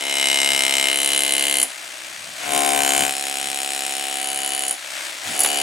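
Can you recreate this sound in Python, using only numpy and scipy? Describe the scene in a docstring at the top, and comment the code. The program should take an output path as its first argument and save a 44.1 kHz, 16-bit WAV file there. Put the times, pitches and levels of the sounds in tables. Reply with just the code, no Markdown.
"""An electric chipping hammer knocks old concrete off a stone slab in three bursts, outdoors by an empty pool.
Each turn of the crank throws one blow: filtered clicks and noise make the housing knock, the stone ring,
the concrete crack and the steel chisel sing, and flakes tick on the paving.
Between bursts the tool is lifted: the chisel clangs loose, then only the fan and gears run on, as shaped noise.
Brick and pool walls add a short echo, over a faint rumble of outdoor air."""
import sys
import numpy as np
from scipy import signal
from scipy.fft import rfft, irfft
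from scipy.io import wavfile
from scipy.ndimage import uniform_filter1d

SR = 44100
rng = np.random.default_rng(int(sys.argv[2]) if len(sys.argv) > 2 else 0)


def inscribe(sig):
    """Save sig as 16-bit PCM at rate SR to the path in sys.argv[1].

    A 1-D sig is mono; a 2-D sig holds one channel per row.
    Samples are clipped to [-1, 1] before scaling.
    """
    pcm = np.round(np.clip(np.atleast_2d(sig).T, -1, 1) * 32767)
    wavfile.write(sys.argv[1], SR, pcm.astype(np.int16))


N = 247838  # length in samples
TIME = np.arange(N) / SR  # seconds
TAPS = 8192  # filter size in samples
HZ = np.fft.rfftfreq(TAPS, 1 / SR)  # the frequencies at which filters are drawn
EDGE_HZ = 16100  # upper edge of the whole sound

# Bursts of hammering. Each row: start in seconds, racing above working speed in blows per second,
# pressure at the start (0-1), then the seconds at which the tool is fully pressed, the chisel seated,
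# and the worker starts to ease off.
BURSTS = [(.009, 0, .68, .27, 0, 1.545), (2.3949, 3.87, 0, 2.535, 2.44, 4.64),
          (5.2441, 7.52, .2, 5.42, 5.50, 6)]
WORK_PER_S, SETTLE_S = 68.68, .27  # working speed in blows per second; racing dies away at this pace
IDLE_PER_S, COAST_S = 63, .17  # lifted, the crank slows to this many turns per second within this time
# The motor bogs down or speeds up for a moment. Each row: middle in seconds, length in seconds,
# change in blows per second.
SURGES = [(.689, .4, -.56), (5.03, .28, 6.5)]
# The chisel seats, works loose, then is lifted, in seconds; the last number curves how the worker leans in.
SEAT_S, LOOSEN_S, LIFT_S, LEAN_POWER = 0.059, .08, 0.05, 0.81
SHIFT_S = 0.11  # one bite gives way to the next over this time

# A barely touching tip. The numbers: levels in dB of knock, stone, concrete, lower and upper chisel mode,
# before each part's own trim.
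TOUCH_DB = [-45.5, -45.5, -55, -77, -55]
# What a slack chisel adds, in dB, to those same five parts.
LOOSE_DB = [-1, -3.5, 1.5, 5, 2]

# Tone of the housing knock. Each row: frequency in Hz, relative level in dB.
KNOCK = [(90, -63), (140, -28), (206, -9), (272, -0.5), (420, -1), (560, -2), (800, -1.5), (1050, -14.5),
         (1600, -27)]
# Tone of the ringing stone. Each row: frequency in Hz, relative level in dB.
STONE = [(150, -32.5), (600, -36), (1100, -7.5), (1700, -2), (2600, 2), (4100, -0.5), (4800, -6),
         (6000, -5.5), (9000, -27.5)]
# Tone of the cracking concrete. Each row: frequency in Hz, relative level in dB.
CRACK = [(400, -86), (3000, -9), (6000, -5), (7200, 0), (8600, 0), (11000, -6.5), (12000, -9.5),
         (14300, -15), (16000, -28)]
# Lengthwise ringing modes of the steel chisel. Each row: frequency in Hz, width to each side in Hz.
CHISEL = [(9400, 184), (10300, 360)]

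# Resonances of tool and slab for each kind of bite; widths below 90 Hz are widened to 90.
# Each row of these five: frequency in Hz, width in Hz, lift in dB.
FIRST_BITE = [(665, 110, 7.5), (940, 80, 11), (2100, 123, 15.5), (2360, 120, 2), (2976, 250, 12.5),
              (3860, 160, 8), (5200, 780, 6), (7950, 860, 7.5)]
SECOND_BITE = [(690, 53, 4.8), (990, 80, 8), (2081, 52, 13.6), (2996, 340, 10.9), (4080, 740, 5.5)]
DEEP_BITE = [(270, 84, 3.6), (733, 89, 17), (1070, 220, 11), (1520, 180, 5.6), (2300, 350, 4.7),
             (3000, 290, 5.3), (6780, 85, 11), (7600, 78, 2.7)]
EDGE_BITE = [(741.3, 87, 15.8), (2520, 65, 3.9), (2960, 160, 7.8), (4000, 64, 3.8), (5230, 136, 13.3),
             (6890, 56, 9), (8050, 420, 7.9)]
TIP_BITE = [(740.6, 87, 16), (965, 80, 6), (2950, 150, 10.8), (4570, 86, 13), (6870, 56, 12),
            (7100, 120, 3.1)]

# The tool as the two microphone ports hear it, in three postures.
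# Each row of these three: frequency in Hz, left minus right level in dB.
EARLY_PORTS = [(200, -3.5), (380, -8), (700, 8), (1290, 20), (2380, 4.5), (4400, 0), (8000, 1)]
LATE_PORTS = [(200, -1.5), (380, -1), (700, -5), (1290, 10), (2380, 11.5), (4400, 1.5), (8000, 0)]
DEEP_PORTS = [(60, -1.5), (180, -0.5), (550, 23.5), (1650, 6.5), (4970, -0.5), (15000, 2.5)]
# How far the left port runs ahead. Each row: frequency in Hz, lead in radians.
LEAD = [(100, -0.4), (260, -0.084), (600, 1.13), (950, 1.05), (1380, -1.56), (2150, -1.05), (4400, -0.71),
        (6000, 0)]

# The chisel takes a new bite. Each row: start in seconds, then levels in dB at full pressure (before each
# part's own trim) of knock, stone, concrete, lower and upper chisel mode, then resonances and ports.
BITES = [ (0, -31.5, -21.5, -26.5, -35, -37, FIRST_BITE, EARLY_PORTS),
         (.9, -33, -23.7, -28, -31.5, -27, SECOND_BITE, EARLY_PORTS),
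         (2.2, -22.5, -25.5, -27.5, -30, -40, DEEP_BITE, DEEP_PORTS),
         (2.78, -23.5, -24, -25, -30, -36, DEEP_BITE, DEEP_PORTS),
         (3.079, -35, -31, -32.5, -37, -39, EDGE_BITE, LATE_PORTS),
         (4.19, -34.5, -31, -34, -34.5, -30, TIP_BITE, LATE_PORTS),
         (5.0, -28.5, -26.5, -30, -36, -31.5, TIP_BITE, LATE_PORTS), ]

# The slack chisel slams into its holder. Each row: time in seconds, strength in dB before a shared trim,
# ring frequency in Hz, relative level in dB of the stone struck with it.
CLANGS = [(1.598, -11, 10400, -7), (1.6132, -25, 9510, -20), (1.6286, -4, 9900, -10),
          (4.681, -12, 9600, -23), (4.709, -12, 9900, -4.5), (5.392, -6, 10200, -12),
          (5.4041, -3.5, 10300, -11), (5.4352, -5, 10100, -13), (5.447, -12, 10200, 5.5),
          (5.4602, -11.5, 10100, 4)]

# Tone of fan and gears. Each row: frequency in Hz, relative level in dB.
MOTOR = [(100, -27), (230, -16), (330, -5), (430, -14), (600, 1), (1000, -4), (2200, 3.5), (4000, -0.5),
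         (5200, -3.5), (8500, -2.5), (16000, -24)]
# Balance of the motor between the ports. Each row: frequency in Hz, left minus right level in dB.
MOTOR_SIDE = [(200, -1.5), (380, 1.5), (700, 12), (1290, 16.5), (2380, 6), (4400, .5), (8000, 0)]
# Likeness of the motor noise in both ports. Each row: frequency in Hz, likeness (1 is identical).
MOTOR_SAME = [(130, 1), (300, 0.75), (1400, 0.91), (3100, 0.44), (6000, 1)]

# Tone of the outdoor rumble. Each row: frequency in Hz, relative level in dB.
AIR = [(20, -36), (50, -22), (90, -1.5), (170, 1.5), (260, -1.5), (500, -23)]
# Soft low bumps of air on the microphone. Each row: middle in seconds, level in dB, length in seconds.
BUMPS = [(0.535, -48.5, 0.092), (.68, -49.5, .07), (2.25, -57.5, 0.42), (2.544, -43, 0.13),
         (2.807, -48, 0.18), (3.033, -39, 0.12), (3.483, -52, 0.091), (4.36, -55, 0.1), (5.299, -40, 0.072),
         (5.478, -50, 0.036)]


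def hammer(turns, pressure, slack):
    """Housing, stone, concrete and chisel answer each blow; each new bite of the chisel shifts the colour."""
    trains = strikes(turns, pressure, slack)
    out = np.zeros((2, N))
    for share, (*_, resonances, side) in zip(bite_shares(), BITES):
        knock, stone, crack = trains[:3] * share ** .7
        lift_db = sum(db / (1 + (2 * (HZ - hz) / max(width, 90)) ** 2) for hz, width, db in resonances)
        sound = amp(-0.82) * part(knock, read(KNOCK) + lift_db, rough=0.012, decay_s=0.0099,
                                  direct=0.68, echo_s=.007)
        sound += amp(0.33) * part(stone, read(STONE) + lift_db, rough=0.051, decay_s=0.0046,
                                  direct=1.1, creep_hz=0.583)
        sound += amp(2.47) * part(crack, read(CRACK) + lift_db, rough=0.28, decay_s=0.004,
                                  direct=0.69, creep_hz=1.311)
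        out += ports(sound, read(side), read(LEAD))
    for blows, (hz, width) in zip(trains[3:], CHISEL):
        # one signal, added equally to both ports
        out += part(blows, mode_db(hz, width), rough=0.83, decay_s=0.0014, direct=0.99, creep_hz=2.5)
    return out + chips(trains[2])


def strikes(turns, pressure, slack, jitter_s=.00002, slack_s=.0006, knock_db=0.05, uneven_db=0.69, steel_db=0.5):
    """One blow per crank turn, harder with pressure, ragged when slack: a row of clicks for each of five parts."""
    new_turn = np.diff(np.floor(turns)) > 0
    due = np.flatnonzero(new_turn & (pressure[1:] > 0)) + 1
    press, loose = pressure[due, None], slack[due, None]
    chance = rng.standard_normal((len(due), 6))
    bite_db = bite_shares()[:, due].T @ np.array([row[1:6] for row in BITES])
    level_db = press * bite_db + (1 - press) * TOUCH_DB + loose * LOOSE_DB
    level_db += chance[:, :5] * [knock_db, uneven_db, uneven_db, steel_db, steel_db]
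    late_s = (jitter_s + slack_s * slack[due]) * chance[:, 5]  # early when negative
    at = np.clip(due + np.round(late_s * SR).astype(int), 0, N - 1)
    trains = np.zeros((5, N))
    trains[:, at] = amp(level_db).T
    return trains * np.sqrt(SR / WORK_PER_S)  # each blow carries the energy of a whole turn


def crank():
    """Speed and turns of the crank: it races at the start of a burst, settles under load, coasts when lifted."""
    surge = sum(change * np.exp(-(2 * (TIME - s) / length) ** 2) for s, length, change in SURGES)
    speed = np.full(N, WORK_PER_S)
    turns = WORK_PER_S * (TIME - BURSTS[0][0])
    for start, race, *_, eased in BURSTS:
        on = TIME >= start
        coast = (IDLE_PER_S - WORK_PER_S) * ramp(eased, COAST_S)
        speed[on] = (WORK_PER_S + surge + coast)[on]
        speed[on] += race * np.exp((start - TIME[on]) / SETTLE_S)
        turns[on] = np.ceil(turns[~on][-1]) + np.cumsum(speed[on]) / SR
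    return speed, turns


def grip():
    """Pressure on the tool and slack of the chisel, 0-1: the worker leans in, holds, eases off and lifts."""
    pressure, slack = np.zeros((2, N))
    for start, _, first, pressed, seated, eased in BURSTS:
        on = TIME >= start
        lean = first + (1 - first) * ramp(start, pressed - start) ** LEAN_POWER
        lift = ramp(eased + LOOSEN_S, LIFT_S)
        pressure[on] = (lean * (1 - lift))[on]
        slack[on] = (1 - ramp(seated - SEAT_S, SEAT_S) + ramp(eased, LOOSEN_S))[on]
    return pressure, slack


def bite_shares():
    """How much of each bite is heard at each moment; the shares sum to 1."""
    later = [ramp(row[0] - SHIFT_S / 2, SHIFT_S) for row in BITES[1:]]
    begun = [np.ones(N)] + later + [np.zeros(N)]
    return -np.diff(begun, axis=0)


def part(blows, db, rough, decay_s, direct, echo_s=.0011, creep_hz=0):
    """Blows sound a spectrum: one share repeats, the rough share is a fresh puff of crumbling each time."""
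    rough = np.clip(rough, 0, 1)
    fade = unit(np.exp(-np.arange(TAPS // 4) / SR / decay_s))
    puffs = np.sqrt(abs(through(blows ** 2, fade ** 2))) * rng.standard_normal(N)
    # as the tip creeps over the stone, the rattle drifts between two patterns at constant energy
    here, there = scatter(decay_s, direct, echo_s), scatter(decay_s, direct, echo_s)
    moved = np.sin(np.pi * creep_hz * TIME) ** 2
    blows = blows / np.sqrt(1 - 2 * moved * (1 - moved) * (1 - here @ there))
    rattle = through(blows * (1 - moved), here) + through(blows * moved, there)
    mixed = np.sqrt(1 - rough) * rattle + np.sqrt(rough) * puffs
    return through(mixed, causal(db))


def scatter(decay_s, direct, echo_s, echo=0.45, count=6):
    """A sharp front, a weaker copy after echo_s (a bounce off the slab, or for the housing knock the piston's
    return stroke) and a few milliseconds of rattle, nearly even in spectrum."""
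    t = np.arange(TAPS // 4) / SR
    h = unit(rng.standard_normal(len(t)) * np.exp(-t / decay_s))
    h[0] += direct
    h[round(echo_s * SR)] += echo * direct
    for _ in range(count):  # repeatedly even out the spectrum, then cut the tail short
        z = rfft(h, TAPS)
        h = irfft(z / abs(z))[:len(t)] * (t < 5 * decay_s)
    return unit(h)


def chips(blows, per_s=200, level_db=-16, spread=1.0):
    """Flakes thrown off by the blows tick on the paving, more loudly when the concrete cracks harder."""
    effort = np.sqrt(abs(uniform_filter1d(blows ** 2, SR // 20)))
    ticks = (rng.random(N) < per_s / SR) * rng.rayleigh(1, N)
    ticks = amp(level_db) * effort * unit(ticks) * np.sqrt(N)
    pan = spread * rng.uniform(-2.04, 1, N)  # leans to the right
    flake = through(scatter(0.0013, 0.65, .0004), causal((read(STONE) + read(CRACK)) / 2))
    return np.array([through(ticks * (1 + side * pan), flake) for side in (1, -1)])


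def clangs(decay_s=0.0059, width_hz=600, splash_db=-3, stone_db=-1, body_hz=750, body_width_hz=170,
           body_db=-8, level_db=-7.5):
    """With nothing to bite on, the chisel takes the whole blow and rings; it may glance off the slab."""
    out, t = np.zeros(N), np.arange(TAPS // 2) / SR
    body = causal(mode_db(body_hz, body_width_hz))
    glance = amp(stone_db) * causal(read(STONE)) + amp(body_db) * body
    splash = amp(splash_db) * causal(read(CRACK))
    for s, strength_db, hz, glance_db in CLANGS:
        burst = rng.standard_normal(len(t)) * np.exp(-t / decay_s)
        colour = causal(mode_db(hz, width_hz)) + splash + amp(glance_db) * glance
        span = out[round(s * SR):][:len(t)]  # a view: adding to it adds to out
        span += amp(strength_db + level_db) * through(burst, colour)[:len(span)]
    return out


def motor(speed, turns, pressure, idle_db=-34.5, db_per_speed=0.85, loaded_db=-6, throb_db=-2, return_db=0.8,
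          grit_db=2.0):
    """Fan rush and gear rattle: louder with speed, quieter under load, swelling with both piston strokes."""
    left, other, grit = rng.standard_normal((3, N))
    # the right noise shares part of the left noise, by frequency
    same = np.clip(read(MOTOR_SAME, np.fft.rfftfreq(N, 1 / SR)), -1, 1)
    right = irfft(same * rfft(left) + np.sqrt(1 - same ** 2) * rfft(other), N)
    stroke_db = throb_db * np.cos(2 * np.pi * (turns - .15))
    stroke_db += return_db * np.cos(4 * np.pi * (turns - .35))
    rattle = amp(stroke_db + grit_db * through(grit, unit(np.hanning(64))))
    colour = causal(read(MOTOR))
    pair = np.array([through(side * rattle, colour) for side in (left, right)])
    pair = ports(pair, read(MOTOR_SIDE), 0)
    level_db = idle_db + db_per_speed * (speed - IDLE_PER_S) + loaded_db * pressure
    return amp(uniform_filter1d(level_db, SR // 10)) * pair / pair.mean(0).std()


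def yard(x, t60=0.11, treble_t60=0.24, delay_s=0.0082, wet_db=-13, treble_db=-12):
    """Brick stacks and pool walls return a short, thin tail; its treble is nearly alike in both ports."""
    t = np.arange(SR // 2) / SR
    sparse = rng.standard_normal((3, len(t))) * (rng.random((3, len(t))) < 2000 / SR)
    left, right, shared = sparse * (t > delay_s)
    middle = signal.butter(2, [700, 5000], "bandpass", fs=SR, output="sos")
    top = signal.butter(2, 4500, "high", fs=SR, output="sos")
    out = []
    for side, taps in zip(x, (left, right)):
        body = unit(taps * amp(-60 * t / t60))  # falls 60 dB in t60 seconds
        treble = unit((shared + 0.08 * taps) * amp(-60 * t / treble_t60))
        tail = amp(wet_db) * signal.sosfilt(middle, body) + amp(treble_db) * signal.sosfilt(top, treble)
        out.append(through(side, tail))
    return np.array(out)


def air(calm_db=-68.0, apart=0.24):
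    """A faint outdoor rumble of low noise with soft bumps, a little different in each port."""
    bumps = sum(amp(db) * np.exp(-(2 * (TIME - s) / length) ** 2) for s, db, length in BUMPS)
    level = amp(calm_db) + bumps
    both, side = (through(noise, causal(read(AIR))) for noise in rng.standard_normal((2, N)))
    return level * np.array([both + apart * side, both - apart * side])


def ports(x, side_db, lead):
    """Left and right gain and phase by frequency, keeping the level of their mean."""
    half = amp(side_db / 2) * np.exp(.5j * lead)
    pair = np.array([half, 1 / half]) / np.maximum(abs(half + 1 / half) / 2, .5)
    h = np.fft.fftshift(irfft(pair), axes=1)
    wide = signal.oaconvolve(np.broadcast_to(x, (2, N)), h, axes=1)
    return wide[:, TAPS // 2:][:, :N]  # take off the filter's delay


def mode_db(hz, width):
    """One resonance with steep skirts, 6 dB down at the given width to each side."""
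    return -20 * np.log10(1 + ((HZ - hz) / width) ** 2)


def causal(db):
    """Turns a spectrum in dB into a filter of energy 1 that never sounds before its cause."""
    log_gain = np.log(amp(np.maximum(db, db.max() - 100)))
    circle = np.r_[log_gain, log_gain[-2:0:-1]]
    minimum_phase = np.exp(np.conj(signal.hilbert(circle)))[:len(HZ)]
    return unit(irfft(minimum_phase)[:TAPS // 2])


def through(x, h):
    """Passes x through the filter h."""
    return signal.oaconvolve(x, h)[:len(x)]


def read(points, hz=HZ):
    """Joins the points of a table by straight lines on a log-frequency axis."""
    f, value = np.transpose(points)
    return np.interp(np.log(hz + 1), np.log(f + 1), value)


def ramp(start, length):
    """Rises from 0 to 1 in a straight line; start and length in seconds."""
    return np.clip((TIME - start) / length, 0, 1)


def unit(h):
    """Scales a filter or signal to energy 1."""
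    return h / np.linalg.norm(h)


def amp(db):
    """Decibels to gain."""
    return 10 ** (np.asarray(db) / 20)


def scene():
    """The crank and the worker's grip drive blows and motor noise together."""
    speed, turns = crank()
    pressure, slack = grip()
    tool = hammer(turns, pressure, slack) + clangs()
    return tool + yard(tool) + motor(speed, turns, pressure) + air()


def record(dry):
    """Clips at full scale, then removes what lies above the upper edge."""
    low_pass = signal.firwin(511, EDGE_HZ, window=("kaiser", 9), fs=SR)
    return signal.oaconvolve(np.clip(dry, -1, 1), low_pass[None], "same")


dry = scene()
out = record(dry)
inscribe(out)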